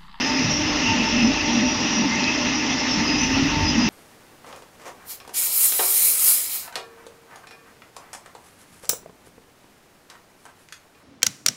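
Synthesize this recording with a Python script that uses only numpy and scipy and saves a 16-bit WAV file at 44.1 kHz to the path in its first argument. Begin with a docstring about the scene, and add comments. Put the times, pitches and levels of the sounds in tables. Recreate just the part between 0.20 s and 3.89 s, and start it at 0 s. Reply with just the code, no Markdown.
"""A hammer mill shreds straw in an open yard, all through: rotor tones, a motor whine, chip roar, rattle, ringing.
First, wind thumps the microphone: shaped low noise, and short swells of narrow noise on top.
For the first two seconds the casing drum booms in its strongest throbs, a wavering narrow band of noise.
Just after 2 s a hard bit ticks on the screen, two short sines; the throbs then come softer.
From about 3 s the wind thumps return, and the shaft hum swells before the end."""
import sys
import numpy as np
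from scipy import signal
from scipy.fft import rfft, irfft, next_fast_len
from scipy.io import wavfile
from scipy.ndimage import uniform_filter1d, map_coordinates

SR = 44100
rng = np.random.default_rng(int(sys.argv[2]) if len(sys.argv) > 2 else 0)


def makeup_ratio(level_db):
    """Linear amplitude ratio for a level in decibels (20 dB per factor of ten)."""
    decades = np.asarray(level_db, float) / 20
    return 10 ** decades


def materialize(psi):
    """Save the field psi as 16-bit PCM at rate SR to the path in sys.argv[1].

    A 1-D psi becomes a single channel; in a 2-D psi each row is a channel.
    """
    bounded = np.clip(np.atleast_2d(psi).T, -1, 1)
    quanta = np.round(bounded * 32767).astype(np.int16)
    wavfile.write(sys.argv[1], SR, quanta)


N = 162729  # samples


def unit(x):
    """Scale to rms 1."""
    return x / np.sqrt(np.mean(x ** 2) + 1e-20)


def along(points, hz):
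    """Read (f/Hz, value) points on a log frequency axis."""
    f, v = np.transpose(points)
    return np.interp(np.log(hz + 1), np.log(f + 1), v)


def curves(rows):
    """One value per sample for each column after the time."""
    s, *cols = np.transpose(rows)
    return [np.interp(np.arange(N) / SR, s, c) for c in cols]


def wobble(rate):
    """A smooth random curve, rate knots a second."""
    knots = rng.standard_normal(int(N * rate / SR) + 4)
    return map_coordinates(knots, [np.arange(N) * rate / SR])


def filtered(x, response):
    """x with its spectrum multiplied by a response of frequency."""
    m = next_fast_len(N + 8192)
    return irfft(rfft(x, m) * response(np.fft.rfftfreq(m, 1 / SR)), m)[..., :N]


def patchy(patchy_db, size):
    """White noise with patches of random gain, size in (frequency bins, frames)."""
    z = signal.stft(rng.standard_normal(N), nperseg=512)[2]
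    field = rng.standard_normal(z.shape)
    field = uniform_filter1d(field, size[0], 0)
    field = uniform_filter1d(field, size[1], 1)
    return unit(signal.istft(z * makeup_ratio(patchy_db * unit(field)), nperseg=512)[1][:N])


def sway(width_hz, even=0.32):
    """Complex low-passed noise, its size partly evened: times a carrier it makes a narrow band."""
    a, b = filtered(rng.standard_normal((2, N)), lambda f: 1 / (1 + (2 * f / width_hz) ** 2))
    z = (a + 1j * b) / (np.hypot(a, b) + 1e-9) ** even
    return z / np.sqrt(np.mean(np.abs(z) ** 2) / 2)  # real part has rms 1


def tone(phase, drift):
    """A sine of rms 1 with a drifting phase (drift in radians)."""
    return np.sqrt(2) * np.sin(phase + drift * wobble(14) + rng.uniform(0, 2 * np.pi))


def swells(rows, width_hz, even):
    """Narrow bands of noise that swell and fade, cut from one shared noise at different places."""
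    t, shared, out = np.arange(N) / SR, sway(width_hz, even), np.zeros(N)
    for k, (s, length, hz, db) in enumerate(rows):
        swell = np.exp(-(2 * (t - s) / length) ** 2)
        band = np.real(np.roll(shared, 6007 * k) * np.exp(2j * np.pi * hz * t))
        out += makeup_ratio(db) * swell * band
    return out


# The row-passing tone, six rows of hammers per turn: t/s, level/dB rms
ROW_PASSING = [(0, -41), (.3, -31.5), (.7, -31), (1.0, -36.5), (1.42, -34), (1.64, -41), (1.78, -31.5),
               (1.95, -40.5), (2.2, -32), (2.7, -38), (2.92, -30), (3.1, -39.5), (3.19, -28.5), (3.32, -35),
               (3.69, -31.5)]
# Twice the row-passing rate, flaring and sinking: t/s, peak level of the line/dB
TWICE_PASSING = [(0.0, -46), (.45, -41), (.62, -44), (1.0, -39), (1.3, -44), (1.48, -39), (1.63, -45),
                 (1.82, -40), (1.87, -62), (1.98, -36), (2.28, -43), (2.33, -51), (3.69, -49)]
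# Three times the row-passing rate: t/s, peak level of the line/dB
THRICE_PASSING = [(0.0, -61), (0.09, -35), (0.25, -47), (0.29, -37.5), (0.6, -54), (0.71, -28.5),
                  (0.82, -44.5), (0.88, -28.5), (1.0, -49), (1.3, -32.5), (1.38, -58), (1.49, -32),
                  (1.58, -37.5), (1.76, -45), (1.84, -36), (1.96, -42), (2.02, -30), (2.1, -46),
                  (3.13, -39.5), (3.23, -51), (3.37, -28), (3.56, -45), (3.69, -41)]
# Hum of the shaft at one cycle a turn: t/s, level/dB rms
SHAFT_HUM = [(0.0, -50), (0.19, -49), (0.98, -39), (2.14, -58), (3.47, -33), (3.69, -48)]
# Rotor orders that hold their level: multiple of the turning rate, level/dB rms, waver/dB
STEADY_ORDERS = [(3, -43, 1.5), (42, -45.5, 2.5)]
# Motor whine: f/Hz, level/dB rms
MOTOR_WHINE = [(1736, -50), (2347, -45.5), (3129, -73)]


def rotor():
    """The hammer rotor sings at multiples of its turning rate; the motor whines at fixed pitches."""
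    t = np.arange(N) / SR
    turn = 2 * np.pi * 49.93 * t  # turns at 49.93 Hz

    def rough(order):
        """A line in a skirt of noise 28 Hz wide."""
        return np.real((1 + sway(28)) * np.exp(1j * order * turn))

    out = makeup_ratio(curves(ROW_PASSING)[0] + 2.0 * wobble(14)) * tone(6 * turn, drift=1.05)
    out += makeup_ratio(curves(TWICE_PASSING)[0] + 1.3 * wobble(22.24)) * rough(12)
    out += makeup_ratio(curves(THRICE_PASSING)[0] + 0.87 * wobble(22.05)) * rough(18)
    out += makeup_ratio(curves(SHAFT_HUM)[0]) * tone(turn, drift=0.43)
    for order, db, waver_db in STEADY_ORDERS:
        out += makeup_ratio(db + waver_db * wobble(12)) * tone(order * turn, drift=0.66)
    for hz, db in MOTOR_WHINE:
        out += makeup_ratio(db + 0.61 * wobble(0.86)) * tone(2 * np.pi * hz * t, drift=0.32)
    return out


# Shredding as it reaches the microphone: t/s, rms level of its 1000-2300 Hz band/dB
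SHREDDING_LEVEL = [(0.0, -31.5), (2.0, -32), (3.69, -32)]
# Colour the casing gives the roar: f/Hz, relative level/dB
CASING_COLOUR = [(120, -120), (170, -0.5), (300, 9), (400, 1.5), (480, -1.5), (700, -3), (820, 3),
                 (1000, -0.5), (1300, -1.5), (1600, -6), (1830, 3), (2150, 2), (2280, -6.5), (2600, 3.5),
                 (3000, -2), (3600, -3), (4200, -6), (4800, -3.5), (5100, -1), (5350, -0.5), (6050, -1.5),
                 (6230, -2.5), (6400, -6.5), (6800, -13), (7300, -16.5), (7700, -27.5), (8200, -53),
                 (9000, -120)]


def shredding():
    """Air rush and a hail of straw chips, single clicks of random size, through the casing's colour."""
    chips_per_s, chip_spread_db, chip_share = 9000, 4, 0.21  # share of the power
    count = int(chips_per_s * N / SR)
    places = (rng.uniform(size=count) * N).astype(int)
    sizes = makeup_ratio(chip_spread_db * rng.standard_normal(count)) * np.sign(rng.standard_normal(count))
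    chips = unit(np.bincount(places, sizes, N))
    rush = patchy(patchy_db=1.9, size=(8, 6))
    drive = np.sqrt(chip_share) * chips + np.sqrt(1 - chip_share) * rush
    roar = filtered(drive, lambda f: makeup_ratio(along(CASING_COLOUR, f)))
    band = unit(filtered(roar, lambda f: (f > 1000) & (f < 2300)))
    scale = np.dot(band, band) / np.dot(band, roar)  # brings that band of the roar to rms 1
    return scale * roar * makeup_ratio(curves(SHREDDING_LEVEL)[0] + 0.73 * wobble(8.72))


# Throbs of the casing drum: t/s, level/dB rms, centre f/Hz
DRUM_THROBS = [(0.0, -29.5, 255), (0.11, -25.5, 250), (0.55, -34, 250), (0.78, -20, 250),
               (0.87, -32.5, 225), (1.03, -17, 240), (1.12, -23.5, 270), (1.18, -34.5, 260),
               (1.42, -18.5, 235), (1.58, -33.5, 250), (1.65, -24, 230), (1.69, -32.5, 240),
               (1.83, -19, 240), (1.92, -28, 225), (2.12, -28, 260), (2.5, -28, 260), (2.64, -32.5, 250),
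               (2.79, -22, 238), (3.02, -27.5, 250), (3.21, -20, 265), (3.36, -33.5, 255),
               (3.61, -19.5, 240), (3.69, -24, 230)]


def drum():
    """The casing booms in throbs, a narrow growl whose centre wavers."""
    db, hz = curves(DRUM_THROBS)
    phase = 2 * np.pi * np.cumsum(hz + 8 * wobble(20)) / SR
    return makeup_ratio(db) * np.real(sway(57.7, even=0.29) * np.exp(1j * phase))


# High ringing swells of hammers and screen, and clumps rattling down the chute near 2580 Hz:
# centre t/s, length/s, f/Hz, crest level/dB rms
RING_AND_CLUMP_SWELLS = [(.1, 0.33, 5080, -32.5), (.33, 0.18, 5760, -29.5), (.35, 0.11, 5490, -28),
                         (.5, 0.1, 5210, -31.5), (.67, 0.11, 5490, -31), (.88, 0.092, 5440, -32.5),
                         (1.03, 0.19, 5180, -31.5), (1.07, 0.068, 5870, -32), (1.55, 0.63, 5730, -32),
                         (1.77, 0.14, 5720, -29), (2.36, 0.053, 5730, -32), (2.38, 0.11, 5120, -35),
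                         (2.72, 0.13, 5420, -29), (2.72, 0.068, 5105, -33), (2.93, 0.15, 5000, -28.5),
                         (3.03, 0.1, 6030, -29), (3.1, 0.18, 5340, -36), (3.48, 0.076, 5030, -27.5),
                         (3.62, 0.11, 4990, -34.5), (2.09, 0.09, 2584, -25.5), (2.28, 0.11, 2580, -34),
                         (3.0, 0.12, 2580, -29), (1.95, 0.073, 2100, -29)]
# The metal of hammers and screen ringing faintly all the time: f/Hz, width/Hz, level/dB rms
FAINT_RINGING = [(5120, 320, -38.5), (5730, 59, -39)]
# A hard bit strikes the screen: t/s, level before the rise and the partials/dB
SCREEN_TICKS = [(2.0414, -6)]
# What the struck screen rings with: f/Hz, relative level/dB
SCREEN_PARTIALS = [(4900, 0), (4100, -3)]


def rings_and_clumps():
    """Narrow noise swells for ringing metal and chute clumps, a faint ringing bed, a fast-dying tick."""
    t = np.arange(N) / SR
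    out = swells(RING_AND_CLUMP_SWELLS, width_hz=85, even=0.1)
    for hz, width_hz, db in FAINT_RINGING:
        band = np.real(sway(width_hz) * np.exp(2j * np.pi * hz * t))
        out += makeup_ratio(db + 1.4 * wobble(6.46)) * band
    t60_s, rise_s = 0.0045, 0.0002
    for s, db in SCREEN_TICKS:
        u = np.maximum(t - s, 0)
        envelope = makeup_ratio(db - 60 * u / t60_s) * (1 - np.exp(-u / rise_s))
        out += envelope * sum(makeup_ratio(level) * np.sin(2 * np.pi * hz * u) for hz, level in SCREEN_PARTIALS)
    return out


# Rattle in the chute: t/s, level/dB rms, centre f/Hz
CHUTE_RATTLE = [(0.0, -37, 2573), (0.6, -31.5, 2760), (0.86, -27, 2690), (1.1, -31, 2690),
                (1.97, -35.5, 2676), (2.08, -30, 2585), (2.15, -38, 2650), (2.25, -29.5, 2650),
                (2.37, -36.5, 2650), (2.49, -30, 2660), (2.58, -40, 2690), (2.97, -31.5, 2646),
                (3.35, -32.5, 2700), (3.45, -43, 2698), (3.69, -32.5, 2676)]


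def chute():
    """A broad rattle whose centre wanders, noise around a gliding carrier."""
    db, hz = curves(CHUTE_RATTLE)
    carrier = np.exp(2j * np.pi * np.cumsum(hz) / SR)
    return makeup_ratio(db + 2.4 * wobble(24.96)) * np.real(sway(410) * carrier)


# Wind thumps on the microphone: centre t/s, length/s, f/Hz, crest level/dB rms
WIND_THUMPS = [(.26, 0.068, 105, -27), (.27, 0.13, 148.4, -26.5), (.71, 0.042, 98, -25.5),
               (3.15, 0.038, 95, -29.5), (3.22, 0.1, 149.4, -27), (3.2, 0.064, 363, -35.5),
               (3.44, 0.066, 92, -24.5)]


def wind_thumps():
    """Wind thumps on the microphone, short low swells of narrow noise."""
    return swells(WIND_THUMPS, width_hz=19, even=0.49)


# Wind rumble on the microphone: t/s, level/dB rms
WIND_LEVEL = [(0.0, -50), (0.26, -36.5), (0.64, -37), (0.87, -41), (0.99, -30.5), (1.19, -42),
              (1.28, -31.5), (1.35, -43), (1.48, -30.5), (1.52, -40), (2.9, -40), (3.13, -30.5),
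              (3.69, -30)]
# Colour of the wind rumble: f/Hz, relative level/dB
WIND_COLOUR = [(12, -40), (22, -6), (38, -12), (62, -2.5), (97, 1), (125, -5), (155, -1), (190, -5),
               (300, -24), (450, -21), (600, -120)]


def wind():
    """Lumpy low rumble on the microphone, coloured noise with a wavering level."""
    noise = filtered(rng.standard_normal(N), lambda f: makeup_ratio(along(WIND_COLOUR, f)))
    lumps = makeup_ratio(2.4 * wobble(18)) * noise
    return makeup_ratio(curves(WIND_LEVEL)[0]) * unit(lumps)


# Faint top hiss: t/s, level/dB rms
HISS_LEVEL = [(0.0, -60.5), (2.59, -66), (2.96, -60), (3.65, -63)]


def top_hiss():
    """Patchy noise from about 7450 Hz up to 13950 Hz, above the microphone's range."""
    noise = patchy(patchy_db=5.0, size=(3, 5))
    hiss = unit(filtered(noise, lambda f: (f < 13950) / (1 + (7450 / (f + 1)) ** 24)))
    return makeup_ratio(curves(HISS_LEVEL)[0]) * hiss


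def scene():
    """Everything in the yard, one channel."""
    mill = rotor() + shredding() + drum() + rings_and_clumps() + chute()
    return (mill + wind_thumps() + wind())[None]


def low_pass(x):
    """Removes everything above the highest recorded frequency."""
    return signal.sosfilt(signal.butter(12, 13950, fs=SR, output="sos"), x)


def record(dry):
    """The microphone falls to half amplitude at 7500 Hz, steeply; a faint hiss lies above."""
    heard = filtered(dry, lambda f: 1 / (1 + (f / 7500) ** 12))
    mix = heard + top_hiss()
    return low_pass(mix)


dry = scene()
out = record(dry)
materialize(out)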